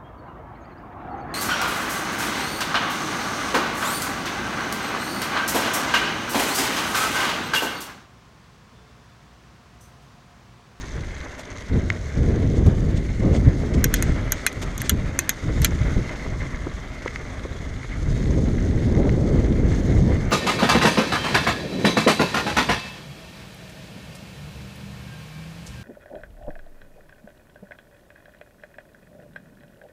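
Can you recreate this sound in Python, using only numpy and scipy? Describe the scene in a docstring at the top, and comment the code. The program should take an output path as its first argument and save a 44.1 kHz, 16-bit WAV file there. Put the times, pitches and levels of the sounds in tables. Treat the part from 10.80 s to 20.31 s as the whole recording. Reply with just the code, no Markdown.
"""Windy bike ride by the sea

A bicycle rolls along a sandy path, heard from a camera on the rider's chest. Gusts thump the
microphone while the tyres roar and crack grains of sand. A runner's shoes slap the concrete, the
chain scrapes, clothes swish, something knocks and rubs on the camera case, and the gear shifter
snaps about a dozen times."""
import sys
import numpy as np
from scipy import signal
from scipy.fft import rfft, irfft, next_fast_len
from scipy.io import wavfile
from scipy.ndimage import uniform_filter1d

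SR = 44100
rng = np.random.default_rng(int(sys.argv[2]) if len(sys.argv) > 2 else 0)


def store_wav(level_fs):
    """Save 16-bit WAV to argv[1]."""
    pcm = np.round(np.clip(np.atleast_2d(level_fs), -1, 1) * 32767)
    wavfile.write(sys.argv[1], SR, pcm.T.astype(np.int16))


N = 419391
TIME = np.arange(N) / SR


def amp(db):
    """Turns decibels into a number to multiply by."""
    return 10 ** (np.asarray(db) / 20)


def unit(x):
    """Scales a signal to an average strength (rms) of 1."""
    return x / np.sqrt(np.mean(x ** 2) + 1e-20)


def colour(x, points):
    """Shapes the tone along a curve of (pitch_hz, level_db) points."""
    hz, db = np.transpose(points)
    bins = np.fft.rfftfreq(len(x), 1 / SR)
    return irfft(rfft(x) * amp(np.interp(np.log(bins + 1), np.log(hz), db)), len(x))


def noise(points):
    """Noise of strength 1, shaped by (pitch_hz, level_db) points."""
    return unit(colour(rng.standard_normal(next_fast_len(N)), points)[:N])


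def below(x, hz):
    """Keeps the part of a sound below a pitch."""
    return signal.sosfiltfilt(signal.butter(4, hz, fs=SR, output="sos"), x)


def wobble(rate_hz):
    """A curve of strength 1 that drifts to a new random value rate_hz times a second."""
    targets = rng.uniform(-1, 1, N // 8)
    return unit(np.interp(TIME * rate_hz, np.arange(len(targets)), targets))


def steadied(x, span_s):
    """Takes the slow swells out of a noise and keeps its flutter."""
    return x / np.sqrt(uniform_filter1d(x ** 2, int(span_s * SR)) + 1e-12)


def swells(events):
    """A loudness curve with one smooth hump for each (middle_s, level_db, length_s) row."""
    return sum(amp(db) * np.exp(-(2 * (TIME - s) / length) ** 2) for s, db, length in events)


def add(mix, start_s, sound):
    """Mixes a sound in at a given time."""
    part = mix[max(round(start_s * SR), 0):][:len(sound)]
    part += sound[:len(part)]


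def rise_and_fade(t, rise_s, fade_s):
    """The loudness of a hit: it rises quickly and drops 60 dB every fade_s."""
    return (1 - np.exp(-t / rise_s)) * np.exp(-np.log(1000) * t / fade_s)


def ring(tones, detune, rise_s, rattling=False):
    """A struck object rings with fading tones, a little different on every hit."""
    hz, db, fade_s = np.transpose(tones)[:, :, None]
    t = np.arange(SR // 10) / SR
    pitch_shift, shift_db, random_phase = rng.standard_normal((3, len(hz), 1))
    # neighbouring tones start in opposite directions, or at random in a rattle
    phase = random_phase if rattling else np.arange(len(hz))[:, None] / 2
    waves = np.sin(2 * np.pi * (hz * (1 + detune * pitch_shift) * t + phase))
    hit = (amp(db + shift_db) * rise_and_fade(t, rise_s, fade_s) * waves).sum(0)
    loudest_ms = np.sqrt(uniform_filter1d(hit ** 2, SR // 1000).max())
    return hit / loudest_ms


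def blows(events, tones, gain_db, rise_s):
    """Strikes the same object once for each (start_s, level_db) row."""
    out = np.zeros(N)
    for s, db in events:
        add(out, s, amp(db + gain_db) * ring(tones, detune=0.0043, rise_s=rise_s))
    return out


def gusts():
    """Gusts rise, hold and die away; gives the wind's level and the lift of its small swirls, in dB."""
    # the headwind of the ride: time_s, level_db, swirls_db
    headwind = [(0, -36, -8), (0.55, -49, 8), (0.8, -38, 2), (1.2, -34, -7), (2.08, -18, -2.5),
                (2.3, -26, -1.5), (2.799, -24.5, 3), (3.15, -25, 3.5), (3.45, -22, -7), (3.68, -44, -2),
                (3.8, -35, -1), (4.25, -27, -1), (4.45, -40, 5), (5.9, -33.5, -2), (6.25, -39, 3.5),
                (6.52, -32, -6.5), (7.05, -33, -2), (7.3, -22, -3.5), (7.57, -19.5, 1), (7.95, -21.5, -0.5),
                (8.25, -20, 3), (8.8, -18.5, 0.5), (9.3, -22, -3), (9.51, -24.5, -8)]
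    # gusts on top of it: start_s, rise_s, hold_s (counted from the start), level_db, swirls_db
    gust_list = [(0.08, 0.082, 0.1, -26, -6), (0.887, 0.049, 0.079, -20.5, -0.5),
                 (1.335, 0.067, 0.49, -20.5, 1.5), (2.365, 0.079, 0.18, -17, 1),
                 (2.89, 0.055, 0.11, -20, -5.5), (3.748, 0.035, 0.17, -29.5, -8),
                 (4.088, 0.031, 0.034, -27.5, 2.5), (4.618, 0.044, 0.52, -23.5, -3.5),
                 (5.452, 0.035, 0.069, -25, -7), (7.98, 0.14, 0.16, -21.5, 4),
                 (9.06, 0.065, 0.24, -20, 1.5)]
    # big swirls that hit the microphone head-on: middle_s, level_db, length_s, swirls_db
    head_on_hits = [(1.877, -7, 0.029, -5.5), (2.677, -9, 0.045, -8.5), (2.964, -15.5, 0.045, -1),
                    (3.058, -11.5, .025, -11.5), (3.298, -13, 0.019, -5.5), (3.337, -18, 0.022, -17),
                    (4.131, -20.5, 0.032, -0.5), (4.693, -22, 0.05, 0), (4.821, -16, .04, -15),
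                    (5.02, -17, 0.044, -8), (5.182, -17, 0.047, -3.5), (5.525, -22, 0.045, -16),
                    (9.14, -21, 0.036, -3)]
    fall_db_per_s, front_db, front_s = 52.5, 5.5, 0.074
    s, level_db, swirls_db = np.transpose(headwind)
    power = amp(np.interp(TIME, s, level_db)) ** 2
    swirls = power * np.interp(TIME, s, swirls_db)
    for start, rise, hold, db, swirls_db in gust_list:
        age = np.maximum(TIME - start, 0)
        gust = np.minimum(age / rise, 1) * amp(db - fall_db_per_s * np.maximum(age - hold, 0))
        power += gust ** 2
        # the front of a gust carries extra small swirls
        swirls += gust ** 2 * (swirls_db + front_db * np.exp(-(age / front_s) ** 2))
    for s, db, length, swirls_db in head_on_hits:
        thud = swells([(s, db, length)]) ** 2
        power += thud
        swirls += thud * swirls_db
    return 10 * np.log10(power), swirls / power


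def wind():
    """Big swirls of air thump the microphone; small ones flutter, brighter as the gust grows."""
    # tone of air hitting the microphone: pitch_hz, level_db
    air_colour = [(10, -24), (24, -3.5), (45, 1), (72, 0), (120, -4.5), (200, -7.5), (320, -11.5),
                  (480, -18), (640, -26), (850, -36), (1300, -43.5), (3000, -97)]
    moderate_wind_db, flutter_db, flutter_growth = -20, -26.5, 1.216
    level_db, swirls_db = gusts()
    slow_db = level_db + 1.86 * wobble(rate_hz=22)
    fast_db = flutter_db + flutter_growth * (level_db - moderate_wind_db) + swirls_db
    air = noise(air_colour)
    slow = below(air, hz=170)
    fast = (air - slow) * amp(1.24 * wobble(rate_hz=120))
    # stronger wind lifts the upper part of both layers
    body, deep = below(fast, hz=440), below(slow, hz=70)
    fast = body + (fast - body) * amp(0.29 * (fast_db + 25))
    slow = deep + (slow - deep) * amp(0.24 * (fast_db + 37))
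    # small swirls only break away once the air is fast enough
    breakaway = 1 / np.sqrt(1 + amp(-46.5 - fast_db) ** 2)
    thump = steadied(slow, span_s=0.0874) * amp(slow_db)
    flutter = steadied(fast, span_s=0.067) * breakaway * amp(fast_db + 1.6 * wobble(rate_hz=26))
    limit = 0.85  # the microphone softly rounds off the hardest gusts
    return limit * np.tanh((thump + flutter) / limit)


def patchy(x, depth_db):
    """Narrow bands of pitch swell and fade at random, as when passing walls and posts reflect sound."""
    bands = signal.stft(x, SR, nperseg=1024, noverlap=768)[2]
    patches = uniform_filter1d(rng.standard_normal(bands.shape), size=5, axis=0)  # smooth over pitch
    patches = uniform_filter1d(patches, size=36, axis=1)  # and over time
    return signal.istft(bands * amp(depth_db * unit(patches)), SR, nperseg=1024, noverlap=768)[1][:N]


def grit(grains_per_s, spread_db, points):
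    """Grains of sand crack under the tyres: many small, a few larger."""
    hits = rng.random(N) < grains_per_s / SR
    sizes = amp(spread_db * np.minimum(rng.exponential(1, N), 3))
    t = np.arange(SR // 100) / SR
    loudness = np.sqrt(abs(signal.oaconvolve((hits * sizes) ** 2, np.exp(-t / 0.00069))[:N]))
    return unit(colour(loudness * rng.standard_normal(N), points))


def tyres():
    """Rubber roars on concrete, with a hiss and crackle of sand on top."""
    # how the rolling swells and fades: time_s, roar_db, hiss_db
    rolling = [(0.0, -42, -52.5), (0.26, -41.5, -55), (2.219, -43, -52.5), (3.04, -41, -51.5),
               (3.28, -39, -54), (3.97, -40.5, -51), (4.32, -40.5, -53.5), (4.85, -39.5, -49),
               (5.03, -38.5, -49.5), (5.69, -41.5, -53.5), (7.15, -43, -54), (7.47, -42.5, -49.5),
               (7.79, -44.5, -51.5), (8.84, -42.5, -52.5), (9.06, -42, -49), (9.51, -38.5, -52)]
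    # tone of the rolling: pitch_hz, level_db
    tyre_colour = [(60, 11.5), (190, 7), (300, 5), (400, 6.5), (600, 4), (800, -1.5), (1200, -0.7),
                   (1700, 0), (2150, -2.5), (2550, -10), (4000, -12), (5000, -13), (6700, -14.5),
                   (8200, -20), (10000, -25.5), (14000, -36), (16000, -59)]
    # sand on the path, loudest near the start: time_s, crackle_db (added to hiss_db)
    sand = [(0, 1), (0.5, -2), (0.72, 4), (1.0, -2.5), (1.4, -2.5), (2.2, -9), (9.5, -5)]
    s, roar_db, hiss_db = np.transpose(rolling)
    roar_db, hiss_db = np.interp(TIME, s, roar_db), np.interp(TIME, s, hiss_db)
    rush = patchy(noise(tyre_colour), depth_db=1.62)
    low = below(rush, hz=3200)
    roar = low * amp(roar_db + 3 + 1.9 * wobble(rate_hz=50))
    hiss = (rush - low) * amp(hiss_db + 12 + 1.6 * wobble(rate_hz=65))
    crackle_db = np.interp(TIME, *np.transpose(sand))
    crackle = grit(grains_per_s=170, spread_db=4, points=[
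        (1000, -17), (3500, -7.5), (5000, -9), (6300, -2.5), (7200, -14), (10000, -31), (15000, -47)])
    patter = grit(grains_per_s=95, spread_db=4, points=[
        (600, -30), (1400, -0.5), (2100, 3), (2600, -11), (4000, -7.5), (8000, -44), (15000, -68)])
    return roar + hiss + crackle * amp(hiss_db + crackle_db) + patter * amp(roar_db - 11.5)


def resonate(x):
    """The tyre walls and the camera case make a few bands of pitch louder."""
    # the bands they lift: pitch_hz, width_hz, lift_db
    bands = [(265, 55, 8.5), (621, 44, 4.5), (2088, 250, 5.5), (3250, 150, 1.5), (3560, 460, 3.5),
             (4320, 92, 3.5), (6470, 930, 4.5)]
    size = next_fast_len(N)
    bins = np.fft.rfftfreq(size, 1 / SR)
    lift_db = sum(db / (1 + (2 * (bins - hz) / width) ** 2) for hz, width, db in bands)
    return irfft(rfft(x, size) * amp(lift_db), size)[:N]


def runner():
    """Each heel thuds and the shoe slaps the concrete, then the soft sole squashes with a dull scuff."""
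    # footfalls: start_s, thud_db, slap_db, thud_pitch_hz
    footfalls = [(0.462, -41, -24, 400), (5.463, -23, -20, 445), (5.869, -14, -19, 350),
                 (6.26, -12, -16, 403), (6.651, -16.5, -24, 394), (7.045, -30.5, -25, 400)]
    # tones of a shoe slapping concrete: pitch_hz, level_db, fade_s
    shoe_tones = [(546, -1, 0.0083), (726, -5, 0.012), (940, 1, 0.012), (1280, -1, 0.011)]
    scuff_delay_s, scuff_db, scuff_s = 0.0054, -18.5, 0.015
    slaps = [(s, slap_db) for s, _, slap_db, _ in footfalls]
    steps = blows(slaps, shoe_tones, gain_db=-9, rise_s=0.00053)
    for s, thud_db, _, hz in footfalls:
        heel = ring([(hz, 0, 0.016)], detune=0.005, rise_s=0.0012)
        add(steps, s, amp(thud_db - 6.5) * heel)
    scuffs = swells([(s + scuff_delay_s, db + scuff_db, scuff_s) for s, db, _, _ in footfalls])
    sole = noise([(100, -18), (280, 4), (550, 6), (800, -19), (1400, -15), (2500, -35), (6000, -60)])
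    return steps + scuffs * sole


def friction():
    """Sliding surfaces make short swells of grainy noise."""
    # bright chain scrapes, plus a bright hiss of air with the big wind thump at 1.877 s (the row at 1.869 s),
    # soft clothing swishes, dull rubs on the case: middle_s, level_db, length_s
    scrapes = [(0.598, -40.5, 0.033), (1.869, -38, 0.016), (3.829, -31, 0.021), (4.832, -37, 0.024)]
    swishes = [(1.775, -46, 0.041), (2.173, -44.5, 0.031), (2.555, -40.5, 0.047), (2.945, -39.5, 0.017),
               (3.165, -42, 0.053), (3.27, -47.5, 0.23), (3.585, -48, 0.094), (4.007, -38, 0.017),
               (4.06, -41, 0.045), (4.833, -37.5, 0.021), (6.359, -51, 0.0064), (6.35, -53, .05),
               (7.3, -46, 0.025), (8.93, -49.5, 0.12)]
    rubs = [(3.25, -46.5, 0.34), (3.6, -50, 0.3), (5.15, -50, 0.51), (5.62, -39, 0.038), (6.22, -45, 0.11),
            (7.04, -44, 0.041), (7.13, -40.5, 0.035), (7.787, -40, .018)]
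    # the tone of each: pitch_hz, level_db
    scrape_colour = [(800, 13), (2000, 6.5), (4000, 0), (7000, 0), (10000, -8.5), (14000, -15),
                     (16000, -35)]
    swish_colour = [(800, -4), (2000, 7), (4000, 5), (6500, 3), (8300, -1), (10000, -16.5), (14000, -23),
                    (16000, -47)]
    rub_colour = [(700, -32), (1500, 0.5), (2100, 4), (2600, -12), (6000, -20), (15000, -60)]
    grain = amp(2 * wobble(rate_hz=400))
    chain = swells(scrapes) * noise(scrape_colour)
    clothes = swells(swishes) * noise(swish_colour)
    case = swells(rubs) * noise(rub_colour)
    return grain * (chain + clothes + case)


def case_knocks():
    """Something bumps the camera case, which rings briefly and dully."""
    # the bumps: start_s, level_db
    bumps = [(1.1016, -9), (5.2929, -23), (6.2772, -19.5), (6.2802, -20), (6.359, -18.5), (8.2931, -22)]
    # tones of the case: pitch_hz, level_db, fade_s
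    case_tones = [(1380, -4, 0.0043), (1900, 0, 0.0075), (2146, -2.5, 0.016), (2550, -14, 0.0099),
                  (2870, -11.5, 0.0071), (3920, -10, 0.0024), (5100, -23, 0.0078), (6300, -16, 0.0039)]
    return blows(bumps, case_tones, gain_db=-2.5, rise_s=0.00012)


def shifter():
    """The gear shifter's ratchet cracks and rings; frame and rider scatter a short tail of sound."""
    # ratchet snaps: start_s, level_db, then lifts: body_db, bite_db, sheen_db, ping_db, rebound_db
    snaps = [(3.042, -2.5, -6.5, -6, -3, 2, -24), (3.1404, -4, -2, 5, 0.5, 2, -10),
             (3.2245, -7.5, -4, -6, 4, -2, -11), (3.5209, -3.5, -9.5, -10, -2, 1, -24),
             (3.665, -1.5, 1.5, 5.5, 3.5, -2, -9), (3.728, -28.5, -1, 2, 0, -6, -20),
             (3.9787, -18, -13, -5, -2, -3, -20), (4.017, -13.5, 5, -9, 7, 6, -17),
             (4.0945, -1, -5.5, 7, 6.5, 5, -14), (4.3902, -2.5, -5, -11, 1, -7, -24),
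             (4.493, -2.5, -3, -1, -0.5, 2, -11), (4.8182, -16.5, -6, -5, 0, 1, -20),
             (4.8462, -1, -2.5, 8, 7.5, 2, -7)]
    # the shifter's tones in five groups, low to high: pitch_hz, level_db, fade_s
    body = [(960, -9, 0.0062), (1533, -3, 0.015), (1783, 9, 0.0068), (2056, -8.5, 0.053)]
    bite = [(2910, -14, 0.016), (3223, -16.5, 0.045), (3430, -10, 0.018), (3995, -7, 0.012),
            (4230, -9, 0.012)]
    tick = [(6060, -4.5, 0.014), (6390, 6.5, 0.006), (6720, -5.5, 0.021), (7100, -3, 0.009)]
    sheen = [(8260, -10, 0.015), (8670, 7.5, 0.0035), (9930, -8, 0.014), (10120, -1, 0.0065),
             (11220, -4.5, 0.006)]
    ping = [(13020, 1, 0.012), (13700, -12, .014)]
    rebound_s = 0.0072  # the lever falls back on its stop just after the snap
    ringing, crack_level, tail_level = np.zeros((3, N))
    t = np.arange(SR // 4) / SR
    for s, db, body_db, bite_db, sheen_db, ping_db, rebound_db in snaps:
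        groups = [(body, body_db), (bite, bite_db), (tick, 0), (sheen, sheen_db), (ping, ping_db)]
        tones = [(hz, level + lift, fade_s) for group, lift in groups for hz, level, fade_s in group]
        add(ringing, s, amp(db - 7.5) * ring(tones, detune=0.0024, rise_s=0.00041, rattling=True))
        rebound = ring(body + bite, detune=0.0043, rise_s=0.00045)
        add(ringing, s + rebound_s, amp(db + rebound_db - 13.5) * rebound)
        add(crack_level, s, amp(db - 15) * rise_and_fade(t, rise_s=0.00033, fade_s=0.011))
        tail_db = db - 19.5 + 0.18 * bite_db
        add(tail_level, s, amp(tail_db) * rise_and_fade(t, rise_s=0.0011, fade_s=0.06))
    crack = noise([(300, -14), (700, -1), (1300, -1), (2000, -4), (4000, -10), (5000, 2), (6500, -5),
                   (9000, -0.5), (11500, -3), (13700, -10), (15500, -30)])
    tail = noise([(700, -20), (1400, 3.5), (2100, 4), (2600, 2), (3800, 0), (5000, -10.5), (6600, 8),
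                  (7300, -4), (8500, -15), (13500, -17), (15500, -36)])
    return ringing + crack_level * crack + tail_level * patchy(tail, depth_db=5.5)


def scene():
    """Wind, bicycle and runner at one microphone."""
    return (case_knocks() + wind() + resonate(tyres() + friction()) + shifter() + runner())[None]


def record(dry):
    """Cuts off peaks beyond full scale, then removes the highest treble."""
    top_hz = 15300
    treble_cut = signal.firwin(255, top_hz, window=("kaiser", 9), fs=SR)
    return signal.oaconvolve(np.clip(dry, -1, 1), treble_cut[None], "same")


dry = scene()
out = record(dry)
store_wav(out)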